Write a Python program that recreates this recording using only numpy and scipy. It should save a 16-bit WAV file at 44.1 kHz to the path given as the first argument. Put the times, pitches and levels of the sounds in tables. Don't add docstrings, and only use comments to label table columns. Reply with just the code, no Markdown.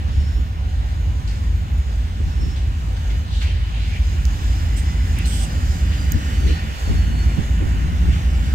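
import sys
import numpy as np
from scipy import signal
from scipy.fft import rfft, irfft, next_fast_len
from scipy.io import wavfile
from scipy.ndimage import uniform_filter1d, map_coordinates

SR = 44100
rng = np.random.default_rng(int(sys.argv[2]) if len(sys.argv) > 2 else 0)


def convert_level_to_amplitude(level_db):
    exponent = np.asarray(level_db, float) / 20
    return 10 ** exponent


def master(y):
    cut = np.clip(np.atleast_2d(y).T, -1, 1)
    pcm = np.round(cut * 32767)
    wavfile.write(sys.argv[1], SR, pcm.astype(np.int16))


N = 376878

# multiple of the firing cycle, level in dB.
NEAR_ORDERS = [(11, -35), (12, -20), (13, -11), (14, -43), (15, 2.5), (16, -5.5), (17, -19), (18, -5),
               (19, -10.5), (20, -12.5), (21, -21), (22, -10), (23, -9.5), (24, -15), (25, -16.5),
               (26, -15), (27, -33), (28, -31)]
SECOND_ORDERS = [(8, -23), (9, -37), (12, -11), (13, -9), (14, -9), (15, -10), (16, 1.5), (17, -13),
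                 (18, -10), (19, -15), (20, -13)]
ROLLING_ORDERS = [(7, -13), (8, 0), (9, -16), (10, -15), (11, -12), (12, -15), (13, -4), (14, -21),
                  (15, -5.5), (16, -13), (17, -20), (24, -17.5)]
FAR_ORDERS = [(5, -14), (7, -10), (8, -3), (9, -9), (11, -17), (13, -19), (17, -24)]
NEAR_RATE, SECOND_RATE, ROLLING_RATE, FAR_RATE = 220, 266, 380, 585
# time in seconds, then near, second, rolling
# and far engine in dB.
EXHAUST = [(0, -32, -23, -28.5, -60), (1.5, -26.5, -27.5, -25.5, -24), (3, -25, -30, -28, -30),
           (4.5, -24.5, -28, -23.5, -26.5), (6, -25.5, -24.5, -29, -27.5), (7.2, -22, -27.5, -41, -24),
           (8.55, -20.5, -25, -43, -36)]
# time in seconds, nearness in dB, air blown off in dB.
APPROACH = [(0, 0.5, -1.5), (.6, -0.5, -1.5), (1.3, 0, 0.5), (2.6, 0, 1), (3.1, 1.5, 0), (3.6, -1, -0.5),
            (4, 2, 1.5), (4.5, 4, 2), (5.2, 5.5, 3), (5.7, 5, 2), (6.4, 7, 1), (7, 6, 0.5), (7.6, 5.5, 0.5),
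            (8.1, 6, 1), (8.55, 5, 0.5)]
# deepest moment in seconds, depth in dB, sinking time in seconds.
BASS_DIPS = [
    (6.8, -13, 0.26),
    (7.46, -7, 0.064),
]
RECOVER_S = 0.043

# frequency in Hz, level in dB per Hz.
STACK = [(12, -33), (20, -13), (40, -4.5), (69, -3.5), (90, -6.5), (125, -4.5), (160, -51), (280, -120)]
BLOCK = [(65, -42), (110, -20), (132, -3), (156, -2), (248, -9), (312, -14), (420, -29.5), (550, -26.5),
         (920, -120)]
DRONE = [(210, -34), (360, -4.5), (409, -7.5), (680, -8), (735, -6.5), (794, -6.5), (1190, -7.5),
         (1350, -10.5), (1760, -57), (2970, -120)]
FANS = [(740, -51), (1250, -9), (1400, 0), (1650, -2), (1850, -2.5), (2200, -3.5), (2600, -6), (2920, -2.5),
        (3080, -6), (3200, -11), (3700, -14), (4700, -52), (8000, -120)]
LOUVRES = [(2700, -40), (3150, 1), (3500, -1), (4200, -2), (4500, -7), (5200, -50), (8000, -120)]
HISS = [(1940, -60), (3300, -5.5), (4300, -2), (4530, -7.5), (4700, 1.5), (5300, -1.5), (5800, -3.5),
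        (6500, -1), (7050, -1), (7520, -5.5), (8700, -12.5), (9200, -22), (12000, -21), (20000, -120)]
AIR = [(6000, -15), (8800, 0.5), (9600, -1), (11300, -5), (11900, -2.5), (14100, -2.5), (15300, -2),
       (15900, -7.5), (20000, -6)]
STACK_DB, BLOCK_DB, DRONE_DB, FANS_DB = -31, -38.5, -45, -45
LOUVRES_DB, HISS_DB, AIR_DB = -52.5, -51, -60
BLOCK_GROWS, DRONE_GROWS, LOUVRES_GROWS = 1.09, 0.64, 0.082
HISS_GROWS, AIR_GROWS, AIR_BLOWS = 0.93, 1, 0.63

# frequency in Hz, level in dB.
WHINES = [(670, -62), (777, -56.5), (1338, -61), (1405, -80), (1841, -72), (3526, -78)]
# frequency in Hz, level in dB.
PANELS = [(1480, -64), (1830, -57), (2380, -64.5), (2600, -60.5), (2950, -60), (3480, -57.5), (4760, -70),
          (6550, -73), (6980, -75)]
PANEL_SMEAR_RAD, PANEL_FLICKER_DB = 2, 3
# frequency in Hz, likeness from 0 to 1.
ALIKE = [(50, 0.6), (90, 0.73), (130, 1), (300, 0.94), (600, 0.53), (1200, 0.71), (2900, 0.4), (3300, 0.13),
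         (8400, 0.13), (12000, 0.19), (16000, 0.85)]
LEAKS_ALIKE = [(3000, .35), (6000, .4), (8000, .55), (10500, .45), (16000, .5)]
BEARING_US, BEARING_RATE = 45, .7

# frequency in Hz, level in dB per Hz.
SPIT = [(880, -38), (1500, -23), (2260, -10), (3300, 0), (4000, -8), (4900, -5), (6500, -5), (7600, -5),
        (8200, -3), (8800, -6), (9300, -11), (12000, -14.5), (16200, -20)]
# start in seconds, length in seconds, level in dB, left over right in dB.
VALVES = [
    (4.763, 0.033, -42, -2),
    (5.254, 0.18, -36.5, -1.5),
]
POP, POP_T60_S = .6, .05
NOZZLE_HZ, NOZZLE_WIDTH_HZ, NOZZLE_DB, SPUTTER_DB = 8300, 600, -4, 1.1
# start in seconds, rise in seconds,
# time to fall by 60 dB in seconds, middle frequency in Hz, level in dB.
CHUFFS = [(1.272, 0.0033, 0.51, 3880, -40), (1.775, .004, .15, 9000, -51), (2.555, 0.0063, 0.56, 3240, -42),
          (2.96, 0.0074, 0.091, 3595, -40), (3.095, 0.0092, 0.18, 2940, -39.5),
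          (3.4, 0.019, 0.24, 2500, -28.5), (3.43, 0.044, 2.1, 2700, -39.5), (0, 0.078, 3.3, 3900, -50),
          (3.25, 0.12, 0.46, 5500, -46), (3.415, 0.013, 0.14, 4670, -43), (3.2, .15, 0.81, 3800, -37),
          (5.252, .005, .1, 4000, -36), (3.41, 0.016, 0.2, 9150, -50), (3.75, .05, 0.72, 6800, -70),
          (3.64, .12, 2, 2800, -42), (3.74, 0.1, 1.2, 3780, -46), (3.83, 0.14, .1, 2450, -39),
          (5.13, .06, 0.43, 2250, -34), (5.89, 0.039, 0.34, 2800, -36), (6.46, 0.012, 1.05, 2600, -33.5),
          (8.07, 0.062, 0.71, 2600, -38)]
WIDEST, NARROWS_S = 0.97, 0.12
# start in seconds, time to fall by 60 dB in seconds,
# frequency in Hz, level in dB.
RINGS = [(3.07, .3, 2200, -44), (3.482, .05, 3100, -39), (3.395, .12, 3050, -40), (3.59, .3, 2950, -45),
         (3.79, .2, 4000, -43), (3.9, .4, 2400, -44), (5.225, .08, 4100, -38), (5.225, .15, 2850, -41),
         (5.29, .5, 3300, -45), (5.16, .3, 2350, -44), (5.52, .2, 7100, -50), (6.21, .3, 7500, -52),
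         (6.455, .3, 4020, -42), (6.5, .2, 3930, -46)]
RING_RISE_S, RING_WIDTH_HZ = 0.032, 200

# time in seconds, frequency in Hz.
TURBO_HZ = [(0, 5410), (2.5, 5368), (4.3, 5350), (5.2, 5200), (5.9, 4830), (6.0, 4795), (6.12, 4690),
            (6.33, 4530), (6.55, 4440), (6.9, 4395), (7.0, 4376), (8.55, 4345)]
# middle in seconds, half length in seconds, level in dB.
SWELLS = [(.24, .18, -59), (.45, .2, -65), (1.2, .6, -70), (1.95, .35, -67), (2.42, .13, -55),
          (2.47, .07, -54), (4.8, .65, -59), (5.55, .3, -63), (5.93, .07, -58), (6.05, .08, -51),
          (6.42, .12, -57), (6.55, .07, -55), (6.7, .3, -61), (7.01, .06, -55), (7.12, .26, -55.5),
          (7.19, .07, -55), (7.37, .07, -63), (8, .5, -66)]
SMEAR_RAD, SMEAR_PER_KHZ = .9, .9
# start
# in seconds, end in seconds, frequency in Hz, level in dB, roughness in radians.
SQUEALS = [(.05, .45, 6830, -60, .7), (.9, 1.9, 6830, -65, .9), (2.1, 2.95, 6830, -65, .6),
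           (.1, .62, 13657, -71, .8), (.9, 1.45, 13657, -77, 1.2), (1.45, 1.82, 13657, -70, .8),
           (.1, .5, 10244, -75, .8), (1.0, 1.55, 1005, -62, .4), (4.62, 5.07, 2022, -50, .3),
           (4.95, 5.27, 2020, -48, .3), (5.85, 6.15, 2935, -54, 1.6), (6.2, 6.4, 3000, -51, 1.3),
           (7.0, 7.4, 2895, -54, 1.3), (6.7, 7.25, 10218, -71, 1), (7.0, 8.2, 9787, -75, 1)]
# time in seconds, peak in dB, frequency in Hz, width in Hz, thin top in dB.
TICKS = [
    (4.2536, -21.5, 5900, 2000, -12),
    (4.2566, -36, 6000, 1500, -15),
    (4.2645, -38, 6000, 6000, -2),
    (5.188, -24, 9000, 5000, -9),
    (5.207, -46, 12500, 3000, -8),
    (6.121, -14, 6680, 800, -9),
    (6.1411, -35, 4600, 1500, 0),
]
TICK_PAN_DB = -12

# middle in seconds, half length in seconds, frequency in Hz, level in dB.
BOOMS = [
    (0.187, 0.011, 68, -13.5),
    (2.501, 0.18, 66.7, -30),
    (6.14, 0.041, 162.7, -26.5),
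    (6.66, 0.026, 214, -33.5),
    (8.053, 0.075, 69.8, -21),
    (8.07, 0.11, 171.2, -28.5),
]
# middle in seconds, length in seconds, left port in dB, right port in dB, sharpness in dB.
PUFFS = [(0.09, 0.01, -31, -33, -21), (0.21, 0.062, -43, -28.5, -28), (0.382, 0.036, -42, -24, -19),
         (2.209, 0.017, -28.5, -40, -4.5), (2.276, 0.016, -25, -29, -24), (2.44, 0.071, -26, -32, -13),
         (3.12, 0.048, -45, -38, -5), (6.158, 0.05, -23, -28, -25), (6.454, 0.057, -20.5, -31, -7),
         (6.506, 0.038, -26, -30.5, -0.5), (6.66, 0.031, -31, -36, -24), (6.903, 0.034, -28, -19, -7),
         (6.951, 0.028, -28, -32, -6), (7.108, 0.087, -31, -25, -27), (7.271, 0.024, -32, -22, -22),
         (7.394, 0.026, -28, -16, -15), (7.625, 0.031, -38, -28.5, 5.5), (7.664, 0.025, -36, -25.5, -7),
         (7.852, 0.033, -37, -27, -23), (8.086, 0.045, -28, -24, -12), (8.33, 0.061, -37, -46, -12)]
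# time in seconds, level in dB.
BREEZE = [(0, -32.5), (.5, -54), (1.5, -41), (2.4, -39.5), (3, -49), (5.8, -43.5), (6.5, -42.5),
          (7.8, -36.5), (8.55, -37)]
# frequency in Hz, level in dB per Hz.
GUST = [(25, -3), (60, 3), (150, -2.5), (260, -11.5), (350, -19.5), (700, -44), (1500, -120)]
FLAP = [(150, -33), (280, 9), (500, -5.5), (650, -20), (900, -47), (2000, -120)]

# frequency in Hz, lag in radians.
LAG = [(0, 0), (250, .1), (1200, 3.1), (1900, 5.5), (2600, 6.3), (3000, 7.3), (8000, 19.5), (16000, 41)]
# frequency in Hz, loss in dB.
SHADOW = [(200, -1), (600, 0.5), (5000, 0.5), (7400, 0.5), (8200, 8.5), (9200, -3.5), (11300, 1),
          (12000, 2)]
TOP_HZ = 15830


def unit(x):
    return x / np.sqrt(np.mean(x ** 2) + 1e-20)


def along(points, hz):
    f, v = np.transpose(points)
    return np.interp(np.log(hz + 1), np.log(f + 1), v)


def curves(rows):
    s, *columns = np.transpose(rows)
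    return [np.interp(np.arange(N) / SR, s, c) for c in columns]


def wobble(rate):
    at = np.arange(0, N + 64, 64)
    knots = rng.standard_normal(int(N * rate / SR) + 4)
    return np.interp(np.arange(N), at, map_coordinates(knots, [at * rate / SR]))


def filtered(x, response):
    m = next_fast_len(N + 8192)
    return irfft(rfft(x, m) * response(np.fft.rfftfreq(m, 1 / SR)), m)[..., :N]


def rush(spectrum, patchy_db, alike=ALIKE):
    z = signal.stft(rng.standard_normal((2, N)), nperseg=512)[2]
    field = uniform_filter1d(rng.standard_normal(z.shape[1:]), size=5, axis=0)
    field = uniform_filter1d(field, size=12, axis=1)
    pair = signal.istft(z * convert_level_to_amplitude(patchy_db * unit(field)), nperseg=512)[1][:, :N]

    def response(hz):
        angle = np.arccos(np.clip(along(alike, hz), -1, 1)) / 2
        return convert_level_to_amplitude(along(spectrum, hz)) * [np.cos(angle), np.sin(angle)]

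    mid, side = filtered(pair, response)
    return unit(np.array([mid + side, mid - side]))


def panned(db):
    return convert_level_to_amplitude([[db / 2], [-db / 2]])


def engine(per_minute, level_db, orders, hunt):
    speed = per_minute * (1 + hunt * wobble(.8)) / 60
    turn = 2 * np.pi * np.cumsum(speed) / SR
    tones = np.zeros(N)
    for k, db in orders:
        tones += convert_level_to_amplitude(db + 1.13 * wobble(1.144)) * np.sin(k * turn + rng.uniform(0, 2 * np.pi))
    return np.sqrt(2) * convert_level_to_amplitude(level_db) * tones


def locomotives():
    near_db, second_db, rolling_db, far_db = curves(EXHAUST)
    t = np.arange(N) / SR
    tones = panned(0.64) * engine(NEAR_RATE, near_db, NEAR_ORDERS, 0.00036)
    tones += panned(-1.9) * engine(SECOND_RATE, second_db, SECOND_ORDERS, 0.0006)
    tones += panned(-.9) * engine(ROLLING_RATE, rolling_db, ROLLING_ORDERS, 0.001)
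    tones += panned(.4) * engine(FAR_RATE, far_db, FAR_ORDERS, 0.0026)
    noise = convert_level_to_amplitude(STACK_DB + 1.5 * wobble(2.45)) * rush(STACK, patchy_db=1.3)
    block_db = BLOCK_DB + BLOCK_GROWS * curves(APPROACH)[0] + 0.3 * wobble(3.06)
    noise += convert_level_to_amplitude(block_db) * rush(BLOCK, patchy_db=0.3)
    duck_db = sum(np.interp(t, [s - sink, s, s + RECOVER_S], [0, db, 0]) for s, db, sink in BASS_DIPS)
    return panned(-1.5) * convert_level_to_amplitude(duck_db) * (convert_level_to_amplitude(-1.3) * tones + noise)


def machinery():
    t = np.arange(N) / SR
    near_db, blow_db = curves(APPROACH)
    drone_db = DRONE_DB + DRONE_GROWS * near_db
    fans_db = FANS_DB + near_db
    louvres_db = LOUVRES_DB + LOUVRES_GROWS * near_db
    hiss_db = HISS_DB + HISS_GROWS * near_db + blow_db
    air_db = AIR_DB + AIR_GROWS * near_db + AIR_BLOWS * blow_db
    surge = wobble(5.3) + 0.5 * wobble(20)
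    out = convert_level_to_amplitude(drone_db) * rush(DRONE, patchy_db=1.7)
    out += convert_level_to_amplitude(fans_db + .4 * surge) * panned(-.8) * rush(FANS, patchy_db=1.2)
    out += convert_level_to_amplitude(louvres_db + .6 * surge) * rush(LOUVRES, patchy_db=0.0)
    surge = surge + 1.2 * wobble(10)
    leaks = convert_level_to_amplitude(hiss_db + .75 * surge) * panned(-2.6) * rush(HISS, patchy_db=1.5, alike=LEAKS_ALIKE)
    leaks += convert_level_to_amplitude(air_db + 0.51 * surge) * panned(-7.5) * rush(AIR, patchy_db=1.1, alike=LEAKS_ALIKE)
    shift = BEARING_US * 1e-6 * SR * wobble(BEARING_RATE) / 2
    out[0] += map_coordinates(leaks[0], [np.arange(N) + shift], order=5)
    out[1] += map_coordinates(leaks[1], [np.arange(N) - shift], order=5)
    for hz, db in WHINES:
        level_db = db + drone_db - drone_db.mean() + 3.0 + 0.99 * wobble(10.0)
        out += convert_level_to_amplitude(level_db) * np.sin(2 * np.pi * hz * t + 0.47 * wobble(14))
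    for hz, db in PANELS:
        level_db = db + near_db + PANEL_FLICKER_DB * wobble(7)
        out += convert_level_to_amplitude(level_db) * np.sin(2 * np.pi * hz * t + PANEL_SMEAR_RAD * wobble(70))
    return out


def air_releases():
    t, out = np.arange(N) / SR, np.zeros((2, N))
    jet = rush(SPIT, patchy_db=1.2)
    white = rush([(20, 0), (20000, 0)], patchy_db=1.3)
    nozzle = filtered(white, lambda hz: np.exp(-((hz - NOZZLE_HZ) / NOZZLE_WIDTH_HZ) ** 2))
    jet = convert_level_to_amplitude(SPUTTER_DB * wobble(40)) * (jet + convert_level_to_amplitude(NOZZLE_DB) * unit(nozzle))
    for s, length, db, pan_db in VALVES:
        gate = np.clip((t - s) / 0.0032, 0, 1) * convert_level_to_amplitude(-60 * np.maximum(t - s - length, 0) / 0.18)
        pop = 1 + POP * convert_level_to_amplitude(-60 * np.abs(t - s) / POP_T60_S)
        out += convert_level_to_amplitude(db) * panned(pan_db) * gate * pop * jet
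    wide = [(s, rise, t60, hz, hz * WIDEST / (1 + rise / NARROWS_S), db) for s, rise, t60, hz, db in CHUFFS]
    narrow = [(s, RING_RISE_S, t60, hz, RING_WIDTH_HZ, db) for s, t60, hz, db in RINGS]
    u = t[:SR]
    for s, rise, t60, hz, width_hz, db in wide + narrow:
        a = round(s * SR)
        edges_hz = [max(hz - width_hz / 2, 200), hz + width_hz / 2]
        band = signal.butter(2, edges_hz, "bandpass", fs=SR, output="sos")
        shape = np.clip(u / rise, 0, 1) ** 2 * convert_level_to_amplitude(-60 * np.maximum(u - rise, 0) / t60)
        piece = unit(signal.sosfilt(band, white[:, a:a + SR]))
        out[:, a:a + SR] += convert_level_to_amplitude(db) * piece * shape[:piece.shape[1]]
    return out


def turbo():
    t, (hz,) = np.arange(N) / SR, curves(TURBO_HZ)
    swell = sum(convert_level_to_amplitude(db) * np.exp(-((t - s) / half) ** 4) for s, half, db in SWELLS)
    smear = (SMEAR_RAD + SMEAR_PER_KHZ * (hz - 4400) / 1000) * wobble(110)
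    turn = 2 * np.pi * np.cumsum(hz) / SR + smear
    return panned(-3) * swell * convert_level_to_amplitude(4 + 3.2 * wobble(30)) * np.sin(turn)


def squeals():
    t, out = np.arange(N) / SR, np.zeros(N)
    jitter, flutter = wobble(110), wobble(16)
    for start, end, hz, db, rough in SQUEALS:
        span = slice(round(start * SR), round(end * SR))
        u = t[span] - start
        shift = rng.integers(N)
        swell = np.clip(np.minimum(u / .12, (end - start - u) / .03), 0, 1)
        turn = 2 * np.pi * hz * u + .75 * rough * np.roll(jitter, shift)[span]
        out[span] += convert_level_to_amplitude(db + 4 + 2.5 * np.roll(flutter, shift)[span]) * swell * np.sin(turn)
    return panned(-3) * out


def ticks():
    before = 200
    t, out = np.arange(-before, 312) / SR, np.zeros((2, N))
    f = np.fft.rfftfreq(len(t), 1 / SR)
    for s, db, hz, width_hz, top_db in TICKS:
        rattle = .12 * (t > 0) * convert_level_to_amplitude(-60 * t / .012)
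        grit = (np.exp(-(t / .0007) ** 2) + rattle) * rng.standard_normal(len(t))
        body = np.exp(-((f - hz) / width_hz) ** 2)
        body += convert_level_to_amplitude(top_db) * np.exp(-((f - 14900) / 2600) ** 2) + convert_level_to_amplitude(-23) * (f > 4000)
        click = irfft(rfft(grit) * body * (f < TOP_HZ), len(t))
        a = round(s * SR) - before
        out[:, a:a + len(t)] += convert_level_to_amplitude(db) * panned(TICK_PAN_DB) * click / np.abs(click).max()
    return out


def booms():
    t, out = np.arange(N) / SR, np.zeros(N)
    for s, half, hz, db in BOOMS:
        out += convert_level_to_amplitude(db + 3) * np.exp(-((t - s) / half) ** 2) * np.sin(2 * np.pi * hz * (t - s))
    return out


def wind():
    t = np.arange(N) / SR
    low = convert_level_to_amplitude(curves(BREEZE)[0] + 4.0 * np.array([wobble(7.4), wobble(7.8)]))
    sharp = np.zeros((2, N))
    for s, length, left_db, right_db, sharp_db in PUFFS:
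        span = slice(max(round((s - .3) * SR), 0), round((s + .3) * SR))
        puff = convert_level_to_amplitude([[left_db], [right_db]]) * np.exp(-((t[span] - s) / (0.65 * length)) ** 2)
        low[:, span] += puff
        sharp[:, span] += convert_level_to_amplitude(sharp_db) * puff
    apart = [(30, 0.27)]
    gusts = convert_level_to_amplitude(5) * low * rush(GUST, patchy_db=2.5, alike=apart)
    return gusts + sharp * rush(FLAP, patchy_db=0.0, alike=apart)


def scene():
    yard = locomotives() + machinery() + air_releases()
    sides = np.array([[1], [-1]])

    def late(hz):
        lag = np.interp(hz, *np.transpose(LAG))
        return np.exp(-.5j * lag * sides) * convert_level_to_amplitude(-along(SHADOW, hz) * sides / 2)

    return filtered(yard, late) + squeals() + turbo() + ticks() + wind() + booms()


def band_limit(x):
    return signal.sosfilt(signal.butter(12, 15850, fs=SR, output="sos"), x)


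def record(dry):
    soft = dry / (1 + np.abs(dry / .66) ** 4) ** (1 / 4)
    mix = filtered(soft, lambda hz: hz < TOP_HZ)
    return band_limit(mix)


dry = scene()
out = record(dry)
master(out)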